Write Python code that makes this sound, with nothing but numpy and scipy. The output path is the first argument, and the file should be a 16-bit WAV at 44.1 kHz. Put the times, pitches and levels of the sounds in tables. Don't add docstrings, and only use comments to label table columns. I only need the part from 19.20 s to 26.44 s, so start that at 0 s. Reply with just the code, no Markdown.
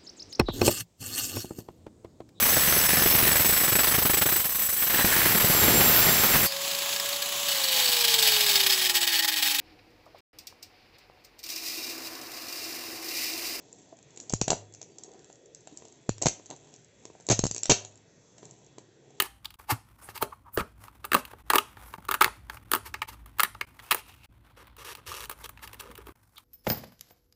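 import sys
import numpy as np
from scipy import signal
from scipy.fft import rfft, irfft
from scipy.io import wavfile
from scipy.ndimage import uniform_filter1d

SR = 44100
rng = np.random.default_rng(int(sys.argv[2]) if len(sys.argv) > 2 else 0)


def log_audio(samples):
    frames = np.atleast_2d(samples).T
    limited = np.clip(frames, -1, 1)
    pcm = np.round(limited * 32767).astype(np.int16)
    wavfile.write(sys.argv[1], SR, pcm)


N = 319284
TIME = np.arange(N) / SR


def from_db(db):
    return 10 ** (np.asarray(db) / 20)


def rms_one(x):
    return x / np.sqrt(np.mean(x ** 2) + 1e-20)


def in_time(rows):
    s, *columns = np.transpose(rows)
    return [np.interp(TIME, s, column) for column in columns]


def add(out, s, sound):
    at = int(round(s * SR))
    piece = sound[max(-at, 0):N - at]
    out[max(at, 0):max(at, 0) + len(piece)] += piece


def band_filter(low_hz, high_hz):
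    return signal.butter(3, [low_hz, high_hz], "band", fs=SR, output="sos")


def in_band(x, low_hz, high_hz):
    return rms_one(signal.sosfilt(band_filter(low_hz, high_hz), x))


def resonance(x, hz, width):
    r = np.exp(-np.pi * width / SR)
    numerator = np.array([1, 0, -1]) * (1 - r * r) / 2
    denominator = [1, -2 * r * np.cos(2 * np.pi * hz / SR), r * r]
    return signal.lfilter(numerator, denominator, x + 1e-18)


def resonances(x, modes):
    return sum(from_db(db) * resonance(x, hz, width) for hz, width, db in modes)


def colour_response(points, size=2048):
    hz, db = np.transpose(points)
    grid = np.maximum(np.arange(size // 2 + 1) * SR / size, 1)
    gain = from_db(np.interp(np.log(grid), np.log(hz), db))
    cepstrum = irfft(np.log(gain))
    n = np.arange(size)
    fold = (n < size // 2) * np.minimum(n + 1, 2)
    return irfft(np.exp(rfft(cepstrum * fold)))


def through(x, response):
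    return signal.fftconvolve(x, response)[:len(x)]


def drift(per_s, count):
    steps = np.arange(count) * per_s / SR
    return rms_one(np.interp(steps, np.arange(count), rng.standard_normal(count)))


def fibres(count, grain_db):
    sizes = from_db(grain_db * np.clip(rng.standard_normal(count), -2, 2))
    return rms_one(rng.standard_normal(count) * sizes)


def stick_slip(count, per_s, depth_db, uneven, jitter=.35):
    jumps = np.cumsum(per_s * np.exp(jitter * drift(per_s, count))) / SR
    sizes = rng.uniform(-1.4, 1, count)[jumps.astype(int)]
    return from_db(depth_db * (uneven * sizes - jumps % 1))


# frequency in Hz, level in dB.
SNAP_COLOUR = [(200, -7.5), (500, -7.5), (900, 0), (1500, 3), (2800, -3.5), (3300, -3.5), (4200, -4.5),
               (5500, -12.5), (7200, -11.5), (9500, -8.5), (12500, -10), (15500, -1.5)]
# low end in Hz, high end in Hz.
SNAP_BANDS = [(210, 789), (760, 2378), (2200, 6960), (8400, 15800)]


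def snap_voice():
    return colour_response(SNAP_COLOUR), [band_filter(low, high) for low, high in SNAP_BANDS]


SNAP_LEAD_S = .01
MIDDLE_RING_HZ, FLEX_DB_PER_OCTAVE, EDGE_DB_PER_OCTAVE = 1160, -12.5, 6
SECOND_MODE_RATIO, SECOND_MODE_DB = 2.1, -13


def snap(voice, hz, db, flex_db, edge_db, crack_db, strain_db, ring_db, tear_s=0.0021, size=2048):
    strain_s, flutter_s, flutter_db, ring_width_hz = 0.0022, 0.012, -18, 300
    colour, bands = voice
    rise_s = .27 * tear_s
    t = np.arange(size) / SR - SNAP_LEAD_S - rise_s
    before, after = np.maximum(-t, 0), np.maximum(t, 0)
    crackle = rms_one(stick_slip(size, per_s=330, depth_db=10.5, uneven=0.16))
    force = np.exp(-before / rise_s - after / tear_s)
    force = force + from_db(flutter_db) * crackle * np.exp(-before / rise_s - after / flutter_s)
    force = force + from_db(strain_db) * np.exp(-before / strain_s - after / tear_s)
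    tear = through(force * fibres(size, grain_db=2.5), colour)
    first_mode = resonance(tear, hz, ring_width_hz)
    second_mode = from_db(SECOND_MODE_DB) * resonance(tear, SECOND_MODE_RATIO * hz, ring_width_hz)
    piece = tear + from_db(ring_db) * (first_mode + second_mode)
    octaves = np.log2(hz / MIDDLE_RING_HZ)
    flex = flex_db + FLEX_DB_PER_OCTAVE * octaves
    edge = edge_db + EDGE_DB_PER_OCTAVE * octaves
    gains = from_db(db + np.array([flex, 0, edge, crack_db]))
    span = np.sqrt(.01 * SR / size)
    return span * sum(g * rms_one(signal.sosfilt(band, piece)) for g, band in zip(gains, bands))


# start in seconds, ring of the piece in Hz, level in dB before the trim,
# fibre crack against that level in dB before its trim, tearing time in seconds.
TEARS = [(0.0005, 3020, -22.5, 0.5, 0.0027), (0.0216, 1790, -34, 8.5, 0.0012),
         (1.0244, 1220, -25, -3.5, 0.0025), (1.374, 1550, -25.5, -17, 0.00064),
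         (1.918, 1800, -24.5, -10, 0.0017), (1.9322, 1560, -19, -10.5, 0.001),
         (1.944, 1190, -20, -4.5, 0.001), (1.9481, 1230, -17, -8, 0.0011), (2.301, 1600, -18.5, -5, 0.0027),
         (2.3345, 920, -18.5, -10, 0.00066), (2.3491, 1140, -31, -2, .001), (2.356, 1660, -20, 0.5, .0023),
         (2.3827, 2850, -21.5, -4, 0.0019), (2.8849, 1203, -39.5, -7, 0.0011),
         (2.8886, 1200, -27.5, -11.5, 0.0017), (2.912, 1290, -26, -3, .0013),
         (2.919, 1600, -30, -7, 0.0017), (2.941, 1220, -24.5, -4, 0.002), (2.9478, 1480, -30, -11, 0.002),
         (3.0093, 1370, -23, -3.5, 0.0026), (3.012, 1270, -14.5, -19, 0.0014),
         (3.0186, 2290, -20, -11, 0.00077), (3.022, 1300, -19.5, -4.5, 0.0014),
         (3.0366, 1220, -29.5, -10, 0.002), (3.0441, 2204, -18, -6.5, 0.001),
         (3.5163, 1470, -28, 5, 0.00084), (3.535, 1450, -20.5, -5, 0.00071),
         (3.5502, 1430, -30.5, 5, 0.00049), (3.5599, 1390, -34.5, -5, 0.00068),
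         (4.1962, 2060, -20.5, -11.5, 0.0017), (4.2033, 1380, -21.5, 0, 0.00088),
         (4.233, 1850, -22, 4, 0.0016), (4.246, 1750, -30, -13, 0.006), (4.71, 2480, -22.5, -0.5, 0.0035),
         (4.7178, 2630, -23.5, -2.5, 0.00031), (4.7242, 1940, -25, -4, 0.0019),
         (4.746, 1020, -31.5, 5, 0.0014)]
# time in seconds,
# flex against the level in dB, top pitch of the recoil in Hz before it is drawn lower.
SHEET_FLEX = [(1.2, -1, 149), (1.93, -6.5, 160), (2.3, -9, 390), (2.4, -8.5, 393), (3.0, -13.5, 160),
              (3.53, -6, 260), (4.2, -16.5, 180), (4.7, -7.5, 170)]
EDGE_FOLLOWS_CRACK = 0.25


def tears(level_db=-2.0, edge_db=-5.5, fibre_db=1.5):
    out, voice = np.zeros(N), snap_voice()
    when, flexes, _ = np.transpose(SHEET_FLEX)
    for s, hz, db, crack, tear_s in TEARS:
        flex = np.interp(s, when, flexes)
        edge = edge_db + EDGE_FOLLOWS_CRACK * crack
        sound = snap(voice, hz, db + level_db, flex, edge, crack + fibre_db,
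                     strain_db=-22.5, ring_db=7.0, tear_s=tear_s)
        add(out, s - SNAP_LEAD_S, sound)
    return out


def taps(table, level_db, **balance):
    out, voice = np.zeros(N), snap_voice()
    for s, hz, db in table:
        add(out, s - SNAP_LEAD_S, snap(voice, hz, db + level_db, **balance))
    return out


# start in seconds, ring of the piece in Hz, level in dB before the trim.
KNOCKS = [(0.3962, 1070, -50.5), (0.8872, 815, -44), (1.4061, 1410, -33), (1.6812, 1140, -48),
          (1.843, 1260, -38), (2.1333, 730, -48.5), (1.9655, 1130, -30), (2.3133, 1400, -33),
          (2.362, 880, -29), (2.5694, 1120, -47.5), (2.738, 1050, -38), (2.7809, 840, -49.5),
          (3.0593, 880, -31.5), (3.078, 945, -34.5), (3.2975, 1530, -34.5), (3.3705, 2350, -48),
          (3.741, 2180, -32), (3.8184, 2330, -29), (3.827, 1940, -33.5), (4.3474, 1140, -44.5),
          (4.411, 2190, -27.5), (4.592, 1950, -45.5), (4.598, 3300, -52), (6.374, 2500, -51.5),
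          (6.392, 1950, -54), (6.635, 1300, -53), (6.815, 1106, -59), (6.869, 1160, -51),
          (6.891, 1100, -53.5)]


def knocks():
    return taps(KNOCKS, level_db=-1.5, flex_db=-9.0, edge_db=-8.0, crack_db=-14.5,
                strain_db=-37, ring_db=11.5)


# start in seconds, ring of the piece in Hz,
# level in dB before the trim.
CLICKS = [(0.2463, 3620, -50.5), (0.2546, 3700, -45), (0.3048, 3410, -54.5), (0.341, 3040, -57.5),
          (0.9762, 2250, -42), (1.8505, 1130, -37), (2.0515, 3040, -46), (2.8506, 1150, -50.5),
          (4.06, 1100, -52), (4.1852, 1108, -40), (5.47, 2020, -59.5), (5.566, 1500, -54.5),
          (5.647, 2510, -51.5), (5.751, 2970, -46), (5.771, 2400, -57), (6.0548, 3000, -48.5),
          (6.096, 1130, -36.5), (6.1125, 1140, -40.5), (6.124, 1300, -53), (6.2446, 3400, -51),
          (6.258, 3440, -49), (6.292, 1120, -44), (6.4752, 2780, -47.5), (6.531, 2560, -49.5),
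          (6.543, 1700, -49.5), (6.598, 2700, -48.5), (6.607, 1260, -43), (6.621, 1500, -56),
          (6.714, 1960, -54), (6.7537, 3000, -52), (6.7771, 1270, -47), (6.869, 2400, -54),
          (7.1802, 3135, -51.5)]


def clicks():
    return taps(CLICKS, level_db=-4.5, flex_db=-12.0, edge_db=-3.0, crack_db=4.0,
                strain_db=-22.5, ring_db=2.0)


def strokes(table, points, slips_per_s, uneven, swell_db, grain_db, rise_s, fall_s, board_db, hiss_db):
    out, colour, lead = np.zeros(N), colour_response(points), .05
    t = TIME[:SR // 2] - lead
    for start, end, body, hiss, stick in table:
        length = end - start
        pressure = np.exp(np.minimum(t / rise_s, 0) - np.maximum(t - length, 0) / fall_s)
        arch = np.sin(np.pi * np.clip(t / length, 0, 1))
        pressure = pressure * from_db(swell_db * (arch - 1.0))
        slips = stick_slip(len(t), slips_per_s, stick, uneven)
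        rub = through(fibres(len(t), grain_db) * slips, colour)
        low = from_db(body + board_db) * in_band(rub, 280, 2800)
        high = from_db(hiss + hiss_db) * in_band(rub, 4100, 14000)
        add(out, start - lead, pressure * (low + high))
    return out


# start in seconds, end in seconds, level in dB before the trims.
SLIDES = [(0.021, 0.061, -46), (0.506, 0.513, -26.5), (0.892, 0.904, -49.5), (0.957, 0.963, -41.5),
          (1.027, 1.023, -32.5), (1.384, 1.402, -40.5), (1.965, 1.996, -43.5), (3.661, 3.672, -43.5),
          (3.888, 3.89, -42), (3.93, 3.932, -52), (4.762, 4.795, -47.5), (6.431, 6.445, -45)]
# frequency in Hz, level in dB.
SLIDE_COLOUR = [(200, -24), (400, -10), (650, -14.5), (900, -0.5), (1400, -3), (2100, -2.5), (4000, -9.5),
                (7000, -15.5), (10000, -13.5), (15500, -8)]
SLIDE_HISS_DB, SLIDE_STICK_DB = 3, 2.5


def slides():
    rows = [(start, end, db, db + SLIDE_HISS_DB, SLIDE_STICK_DB) for start, end, db in SLIDES]
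    return strokes(rows, SLIDE_COLOUR, slips_per_s=390, uneven=.25, swell_db=-0.4, grain_db=3.0,
                   rise_s=0.0065, fall_s=0.011, board_db=-4.0, hiss_db=-5.0)


# start in seconds, end in seconds, level in dB before the trims,
# depth of the stick and slip in dB.
SCRAPES = [(5.371, 5.429, -46.5, 9.5), (5.585, 5.632, -43, 0), (5.65, 5.731, -40.5, -5),
           (5.78, 5.8, -47, 13), (5.867, 5.931, -39.5, 11), (5.94, 6.048, -39.5, 19),
           (6.108, 6.132, -43.5, 5), (6.243, 6.26, -40.5, 19), (6.53, 6.547, -46.5, 17),
           (6.6, 6.606, -39, 12), (6.615, 6.724, -47.5, 19), (6.774, 6.814, -49.5, 13)]
# frequency in Hz, level in dB.
SCRAPE_COLOUR = [(210, -32), (350, 3.5), (504, 5), (738, -4.5), (880, 5.5), (1480, 5.5), (2350, 0),
                 (2800, 0), (4870, -17), (5800, -12), (6380, -19), (15500, -17)]
FULL_PUSH_DB, SCRAPE_HISS_GROWTH = -37, 2.53


def scrapes():
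    rows = []
    for start, end, db, stick in SCRAPES:
        hiss = FULL_PUSH_DB + SCRAPE_HISS_GROWTH * (db - FULL_PUSH_DB)
        rows.append((start, end, db, hiss, stick))
    return strokes(rows, SCRAPE_COLOUR, slips_per_s=160, uneven=0.16, swell_db=0, grain_db=2.5,
                   rise_s=0.0037, fall_s=0.0039, board_db=-10.5, hiss_db=-1)


# frequency in Hz, width in Hz, level in dB.
SHEET_MODES = [(394, 37, 7.5), (475, 65, 2), (601, 31, 5.5), (882, 70, 2.5), (1050, 120, -9),
               (1140, 130, -0.5), (1247, 40, -6), (1390, 30, -11.5), (2130, 28, -15), (2450, 16, -9),
               (2740, 190, -5)]
# frequency in Hz, width in Hz, level in dB.
PANEL_MODES = [(431, 12, 3), (505, 100, 4.5), (1010, 55, -2), (1170, 96, 1), (2610, 200, -22)]


def board(x, modes):
    return x + resonances(x, modes)


# start in seconds,
# end in seconds, first pitch in Hz, last pitch in Hz, level in dB.
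TAB_GLIDES = [(5.642, 5.735, 1500, 2000, -48.5), (5.865, 6, 2960, 2600, -53), (5.91, 5.94, 1050, 1300, -44),
              (6.01, 6.048, 1500, 1400, -47), (6.23, 6.268, 3600, 3400, -52)]


def tab_glides(width_hz=180):
    out, t, r = np.zeros(N), TIME[:SR // 4], np.exp(-np.pi * width_hz / SR)
    for start, end, first_hz, last_hz, db in TAB_GLIDES:
        progress = np.clip(t / (end - start), 0, 1)
        pitch = first_hz + (last_hz - first_hz) * progress
        turn = np.exp(2j * np.pi * np.cumsum(pitch) / SR)
        slips = fibres(len(t), grain_db=5) * stick_slip(len(t), per_s=160, depth_db=21, uneven=.25)
        ring = np.real(turn * signal.lfilter([1], [1, -r], slips / turn))
        swell = np.sqrt(np.abs(np.sin(np.pi * progress)))
        add(out, start, from_db(db) * swell * rms_one(ring))
    return out


# middle in seconds,
# half length in seconds, frequency in Hz, level in dB before the trim.
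CHAFES = [(0.257, 0.001, 3680, -25), (0.51, 0.01, 840, -25.5), (0.51, 0.01, 1000, -30),
          (0.52, 0.01, 1400, -34), (0.517, 0.012, 15000, -38), (1.02, 0.0037, 16000, -29),
          (1.35, 0.0094, 17600, -32), (0.85, 0.016, 9400, -50), (2.68, 0.018, 11500, -55),
          (1.02, 0.0061, 940, -33), (1.13, 0.0046, 1080, -37.5), (1.276, 0.014, 1000, -48.5),
          (1.4, 0.0057, 2400, -43), (1.399, 0.016, 1210, -29), (6.1, 0.004, 1400, -47),
          (6.44, 0.0061, 1560, -49), (6.683, 0.038, 475, -51), (6.799, 0.017, 410, -55),
          (7.177, 0.009, 3600, -51.5)]


def chafes(sharpness=7, level_db=-1):
    out, t = np.zeros(N), TIME[:SR] - .5
    for s, half_length, hz, db in CHAFES:
        width = 2 * hz / sharpness
        tone = resonance(resonance(fibres(SR, grain_db=5.5), hz, width), hz, width)
        swell = np.exp(-(t / half_length) ** 2 / 2)
        add(out, s - .5, from_db(db + level_db) * swell * rms_one(tone))
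    return out


# time in seconds, level in dB.
DRAG_LEVEL = [(4.6, -95), (4.645, -61), (4.78, -50), (4.83, -70), (4.89, -52.5), (4.94, -66), (4.99, -67),
              (5.058, -54.5), (5.08, -95)]
# frequency in Hz, width in Hz, level in dB.
DRAG_MODES = [(958, 300, -1.5), (2580, 500, 12), (3550, 340, -9)]


def drags():
    rasp = fibres(N, grain_db=9) * stick_slip(N, per_s=140, depth_db=9.5, uneven=0.5)
    return from_db(in_time(DRAG_LEVEL)[0]) * rms_one(resonances(rasp, DRAG_MODES))


def sheet_recoils():
    recoil_db, swell_s, t60_s = -16.5, 0.0014, .045
    when, flex, pitch = np.transpose(SHEET_FLEX)
    rows = []
    for s, _, db, _, _ in TEARS:
        hz = np.interp(s, when, pitch) * rng.uniform(0.8, 0.87)
        rows.append((s, hz, db + recoil_db + np.interp(s, when, flex), swell_s, t60_s))
    return rows


# start in seconds, frequency in Hz,
# level in dB before the trim, swell in seconds, time to fall 60 dB in seconds.
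THUMPS = [(0.516, 286, -33.5, 0.0031, 0.087), (0.518, 113, -12.5, 0.014, 0.073),
          (0.888, 107, -45.5, .002, 0.056), (1.029, 423, -23, 0.00073, .02), (1.028, 133, -36, .002, 0.067),
          (1.376, 423, -13.5, 0.00062, 0.013), (1.377, 264, -25.5, 0.00076, 0.028),
          (1.377, 130, -30.5, .001, 0.076), (1.404, 183, -30, .001, 0.042), (1.411, 69, -33, 0.0017, 0.075),
          (1.957, 192.7, -29, 0.00076, .04), (2.356, 397, -17.5, 0.0015, 0.033),
          (2.782, 180, -42, 0.0014, 0.041), (3.063, 128, -40, 0.0024, .06), (4.234, 200, -41.5, .001, .05),
          (5.876, 85.3, -43, .006, .12), (5.925, 110, -48, .004, 0.097), (6.699, 214, -44, 0.0009, 0.031),
          (6.785, 412, -43, .002, 0.042), (6.869, 417, -44, 0.0012, 0.036), (6.89, 330, -40.5, .001, 0.024)]


def thumps(level_db=5.5):
    out, t = np.zeros(N), TIME[:SR // 2]
    for s, hz, db, swell_s, t60 in THUMPS + sheet_recoils():
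        fade = np.exp(-np.log(1000) * t / t60) * (1 - np.exp(-(t / swell_s) ** 2))
        add(out, s, from_db(db + level_db) * fade * np.sin(2 * np.pi * hz * t))
    return out


FLICK_S, FLICK_DB = 0.001, -41
# frequency in Hz, level against the flick in dB,
# time to fall 60 dB in seconds.
FLICK_MODES = [(472, -9.5, 0.16), (794, -7, 0.36), (1130, -13.5, 0.13), (1404, -19.5, 0.42),
               (1730, 0.5, 0.22), (2190, -13.5, .3), (2520, 2.5, 0.16), (3120, -5.5, .13)]


def flick():
    out, t = np.zeros(N), TIME[:SR // 2]
    for hz, db, t60 in FLICK_MODES:
        add(out, FLICK_S, from_db(FLICK_DB + db - 60 * t / t60) * np.sin(2 * np.pi * hz * t))
    return out


def swells(table):
    return sum(from_db(db) * np.exp(-((TIME - s) / half_length) ** 2 / 2) for s, half_length, db in table)


# middle in seconds, half length in seconds,
# level in dB before the trims.
BRUSHES = [(0.405, 0.029, -59.5), (0.834, 0.035, -53), (1.628, 0.026, -56.5), (2.707, 0.069, -56),
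           (3.345, 0.027, -47.5), (4.677, 0.032, -52), (4.89, 0.039, -55), (5.045, 0.017, -49),
           (6.21, 0.023, -50.5), (7.19, 0.039, -66.5)]
# time in seconds,
# level in dB, hiss against that level in dB.
HOLD = [(0.2, -65.5, -4), (1.3, -65.5, -4), (2.5, -57, -5), (4.1, -62.5, -5.5), (5.0, -63.5, -1),
        (5.1, -69.5, -6), (5.3, -64, -8.5), (5.5, -62.5, -12), (6.4, -60.5, -7), (6.9, -62, -5),
        (7.06, -71.5, 1.5)]
# frequency in Hz, level in dB.
FINGER_COLOUR = [(180, -34.5), (300, -11.5), (641, -14), (892, -5.5), (1140, -7), (1560, -8.5),
                 (1670, -13.5), (1810, -11.5), (2830, -13.5), (3510, -11.5), (7020, -21), (10300, -17),
                 (15500, -18.5)]


def fingers(board_db=-1, hiss_db=-2, rough_db=3.5):
    shifting = swells(BRUSHES)
    grip = from_db(rough_db * (drift(25, N) + drift(200, N)))
    rub = through(fibres(N, grain_db=6.0) * grip, colour_response(FINGER_COLOUR))
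    low = in_band(rub, 320, 4400)
    high = in_band(rub, 2800, .45 * SR)
    holding, hiss = from_db(in_time(HOLD))
    low_level = np.hypot(holding, from_db(board_db) * shifting)
    high_level = np.hypot(hiss * holding, from_db(hiss_db) * shifting)
    return low_level * low + high_level * high


# low end in Hz, high end in Hz, level in dB, time to fall 60 dB in seconds.
ROOM = [(152, 567, -24.5, 0.18), (620, 1610, -29, 0.26), (1670, 4000, -29.5, 0.37),
        (4400, 11000, -21.5, 0.34), (7700, 13000, -24, 0.2)]


def room(x, onset_s=0.0007, table_db=-13, table_s=0.0015):
    t = TIME[:SR // 2]
    scatter = rng.standard_normal(len(t)) * (t / table_s) * np.exp(-t / table_s)
    response = from_db(table_db) * rms_one(scatter)
    for low, high, db, t60 in ROOM:
        fade = np.exp(-np.log(1000) * t / t60) * (1 - np.exp(-(t / onset_s) ** 2))
        noise = signal.sosfilt(band_filter(low, high), rng.standard_normal(len(t)))
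        response = response + from_db(db) * rms_one(noise * fade)
    return x + through(x, response / np.sqrt(len(t)))


# frequency in Hz, level in dB.
RUMBLE = [(25, -29), (40, -15), (56, -1.5), (80, -6), (108, -5), (150, -15.5), (310, -16), (420, -32.5),
          (700, -24)]
# time in seconds, level in dB before the trim.
RUMBLE_LEVEL = [(0, -62), (2.5, -57.5), (3.3, -54.5), (4.5, -58.5), (5.5, -61), (5.95, -58.5), (6.9, -57),
                (7.0, -67)]
# frequency in Hz, width in Hz, level in dB.
HUM_MODES = [(54, 4.6, 6), (103.8, 7.1, -0.5)]


def rumble(level_db=2):
    air = through(rng.standard_normal(N), colour_response(RUMBLE, size=16384))
    air = air + resonances(air, HUM_MODES)
    return from_db(in_time(RUMBLE_LEVEL)[0] + level_db) * in_band(air, 48, 610)


def scene():
    sheet = board(tears() + knocks() + clicks() + slides(), SHEET_MODES)
    panel = board(scrapes(), PANEL_MODES)
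    card = sheet + panel + tab_glides() + chafes() + drags() + thumps() + flick()
    return (room(card) + fingers() + rumble())[None]


# start in seconds, end in seconds.
DIPS = [(0.359, 0.387), (2.226, 2.236), (2.765, 2.778), (3.439, 3.447), (3.86, 3.872), (4.453, 4.466),
        (5.062, 5.088), (6.925, 6.953)]
DIP_DB, CUTOFF_HZ = -26, 15450


def record(dry, ceiling=0.7):
    rounded = ceiling * np.tanh(dry / ceiling)
    dip_db = sum(DIP_DB * ((TIME > start) & (TIME < end)) for start, end in DIPS)
    dipped = rounded * from_db(uniform_filter1d(dip_db.astype(float), size=200))
    return signal.sosfilt(signal.ellip(10, .2, 80, CUTOFF_HZ, fs=SR, output="sos"), dipped)


dry = scene()
out = record(dry)
log_audio(out)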